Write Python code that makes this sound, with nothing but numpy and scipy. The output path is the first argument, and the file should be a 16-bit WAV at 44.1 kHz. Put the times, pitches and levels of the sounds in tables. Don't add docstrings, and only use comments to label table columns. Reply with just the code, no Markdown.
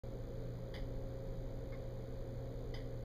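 import sys
import numpy as np
from scipy import signal
from scipy.fft import rfft, irfft
from scipy.io import wavfile

SR = 44100
rng = np.random.default_rng(int(sys.argv[2]) if len(sys.argv) > 2 else 0)


def persist_wave(psi):
    counts = np.round(np.clip(psi, -1, 1) * 32767).astype(np.int16)
    wavfile.write(sys.argv[1], SR, np.atleast_2d(counts).T)


N = 134064


def amp(db):
    return 10 ** (np.asarray(db) / 20)


def add(mix, start_s, sound):
    part = mix[max(round(start_s * SR), 0):][:len(sound)]
    part += sound[:len(part)]


def noise(spectrum, size):
    hz, db = np.transpose(spectrum)
    bin_hz = np.fft.rfftfreq(size, 1 / SR)
    gain = amp(np.interp(np.log(bin_hz + 1), np.log(hz), db))
    white = rng.standard_normal(size)
    return irfft(rfft(white) * gain, size) * np.sqrt(SR / 2)


def fade(t, t60_s):
    return np.exp(-np.log(1000) * t / t60_s)


def drift(rate_hz):
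    hz = np.fft.rfftfreq(N, 1 / SR)
    lowpass = np.exp(-(hz / rate_hz) ** 2)
    slow = irfft(rfft(rng.standard_normal(N)) * lowpass, N)
    return slow / slow.std()


def rumble():
    # (frequency [Hz], density [dB per Hz])
    rumble_spectrum = [(8, -86), (25, -67.5), (42, -66), (58, -73.5), (100, -74.5), (150, -81.5),
                       (200, -79), (270, -82), (370, -80), (465, -75.5), (530, -81), (620, -86), (720, -90),
                       (900, -95.5), (1200, -102), (2500, -118), (6000, -145)]
    return noise(rumble_spectrum, N)


def hum():
    # (frequency [Hz], rms level [dB], waver share [-])
    tones = [(17.4, -54.5, 0.37), (29.55, -49.5, 0.14), (57.56, -58.5, 0.18), (120.16, -49.6, 0.14),
             (173, -63.5, 0.76), (267.7, -61, 0.31), (535.5, -56, 0.14)]
    waver_hz = 3.4
    t = np.arange(N) / SR
    out = np.zeros(N)
    for hz, rms_db, waver in tones:
        sway = 1 + waver * (drift(waver_hz) + 1j * drift(waver_hz))
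        sway /= np.sqrt(np.mean(abs(sway) ** 2))
        carrier = np.exp(2j * np.pi * (hz * t + rng.random()))
        out += amp(rms_db) * np.sqrt(2) * (sway * carrier).real
    return out


def hiss():
    # (frequency [Hz], density [dB per Hz])
    hiss_spectrum = [(500, -104), (1500, -101.5), (2100, -103), (3300, -105), (4050, -105), (4850, -106),
                     (5400, -115), (6200, -120), (8500, -122), (10000, -120), (12500, -118.3),
                     (15000, -118)]
    return noise(hiss_spectrum, N)


def buzz():
    # (frequency [Hz], level before the rise [dB], t60 [s])
    rings = [(6666, -52.5, 0.0042), (6150, -54.5, 0.0032)]
    field_hz, first_field_s, rise_s = 59.94, 0.0549, 0.00037
    field, since_s = np.divmod(np.arange(N) / SR - first_field_s, 1 / field_hz)
    pulses = np.zeros(N)
    for hz, db, t60_s in rings:
        pulses += amp(db) * fade(since_s, t60_s) * np.sin(2 * np.pi * hz * since_s)
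    sign = np.cos(np.pi * field)
    return sign * pulses * (1 - np.exp(-since_s / rise_s))


def brass(t, ping_db, is_tock):
    # (frequency [Hz], tick base level [dB], tock base level [dB], t60 [s], swell time constant [s])
    modes = [(780, -63, -70, .28, .007), (1072, -68, -59, .17, .004), (1256, -70, -63, .15, .004),
             (1532, -63, -74, .12, .007), (1747, -69, -59, .18, .012), (1837, -62, -74, .3, .008),
             (2012, -55.5, -63, .21, .002), (2141, -53, -53, .13, .007), (3167, -59, -82, .2, .0015),
             (3487, -61, -80, .17, .005), (3662, -62, -68, .14, .004), (4590, -65, -70, .14, .007),
             (4734, -63, -74, .15, .006), (4968, -53.5, -82, .075, .012), (6058, -69, -92, .085, .003)]
    ping_above_hz = 4850
    partner_gain, max_split_hz = 0.75, 35
    out = np.zeros(len(t))
    for hz, tick_db, tock_db, t60_s, swell_s in modes:
        turns, partner_turns, split = rng.uniform(-0.92, 1, 3)
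        partner_hz = hz + split * max_split_hz
        pair = np.sin(2 * np.pi * (hz * t + turns))
        pair += partner_gain * np.sin(2 * np.pi * (partner_hz * t + partner_turns))
        db = tock_db if is_tock else tick_db
        if hz > ping_above_hz:
            db = db + ping_db
        out += amp(db) * pair * fade(t, t60_s) * (1 - np.exp(-t / swell_s))
    return out


def clatter(t, attack_s, is_tock):
    # (delay [s], relative level [dB])
    contacts = [(0, 4), (.009, 0.5), (.019, -2.5)]
    # (frequency [Hz], tick base density [dB per Hz], tock base density [dB per Hz])
    clatter_spectra = [(295, -106, -99), (750, -81.5, -98), (1080, -91.5, -86), (1410, -95.5, -96),
                       (2060, -79.5, -86), (2630, -99, -100), (3050, -79.5, -102), (3650, -87.5, -96),
                       (4240, -95, -103), (4870, -83.5, -94.5), (5900, -105, -117), (6400, -102, -118),
                       (7400, -116, -128), (9700, -108, -126), (10800, -115, -128), (12400, -110, -128),
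                       (15400, -122, -135)]
    case_t60_s = 0.075
    room_db, room_t60_s, room_rise_s = -8.5, 0.35, 0.017
    rattle_db, rattle_hz = 2.5, 132
    spectrum = [(hz, tock_db if is_tock else tick_db) for hz, tick_db, tock_db in clatter_spectra]
    room_rise = np.minimum(t / room_rise_s, 1)
    case = np.minimum(t / attack_s, 1) * fade(t, case_t60_s)
    room = amp(room_db) * room_rise * fade(t, room_t60_s)
    envelope = np.hypot(case, room)
    out = np.zeros(len(t))
    for delay_s, db in contacts:
        add(out, delay_s, amp(db) * envelope * noise(spectrum, len(t)))
    return out * amp(rattle_db * drift(rattle_hz)[:len(t)] * room_rise)


def clock():
    # (time [s], clatter level [dB], ring level [dB], extra ping of this tooth [dB],
    #         attack [s], pallet [0 tick, 1 tock])
    beats = [(0.7393, -0.37, -0.37, -2, 0.0022, 0), (1.7197, -1, 0.12, 0, 0.0042, 1),
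             (2.7389, -2.1, -0.13, 11, 0.0029, 0)]
    t = np.arange(SR // 2) / SR
    out = np.zeros(N)
    for beat_s, clatter_db, ring_db, ping_db, attack_s, pallet in beats:
        is_tock = round(pallet) == 1
        ring = amp(ring_db) * brass(t, ping_db, is_tock)
        rattle = amp(clatter_db) * clatter(t, attack_s, is_tock)
        add(out, beat_s, ring + rattle)
    return out


def scene():
    return (rumble() + hum() + hiss() + buzz() + clock())[None]


def record(dry):
    # (centre [Hz], width [Hz], gain at centre [dB])
    notches = [(2728, 910, -26), (5460, 1220, -12.5), (7910, 1140, -34), (10990, 840, -19)]
    start_s, fade_in_s, fade_out_s, edge_hz = 0.035, 0.001, 0.003, 15300
    out = dry
    for hz, width_hz, depth_db in notches:
        b, a = signal.iirnotch(hz, hz / width_hz, SR)
        notched = signal.lfilter(b, a, out)
        out = notched + amp(depth_db) * (out - notched)
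    end_s = N / SR
    corners_s = [start_s, start_s + fade_in_s, end_s - fade_out_s, end_s]
    out = out * np.interp(np.arange(N) / SR, corners_s, [0, 1, 1, 0])
    lowpass = signal.firwin(511, edge_hz, window=("kaiser", 9), fs=SR)
    return signal.oaconvolve(out, lowpass[None], "same")


dry = scene()
out = record(dry)
persist_wave(out)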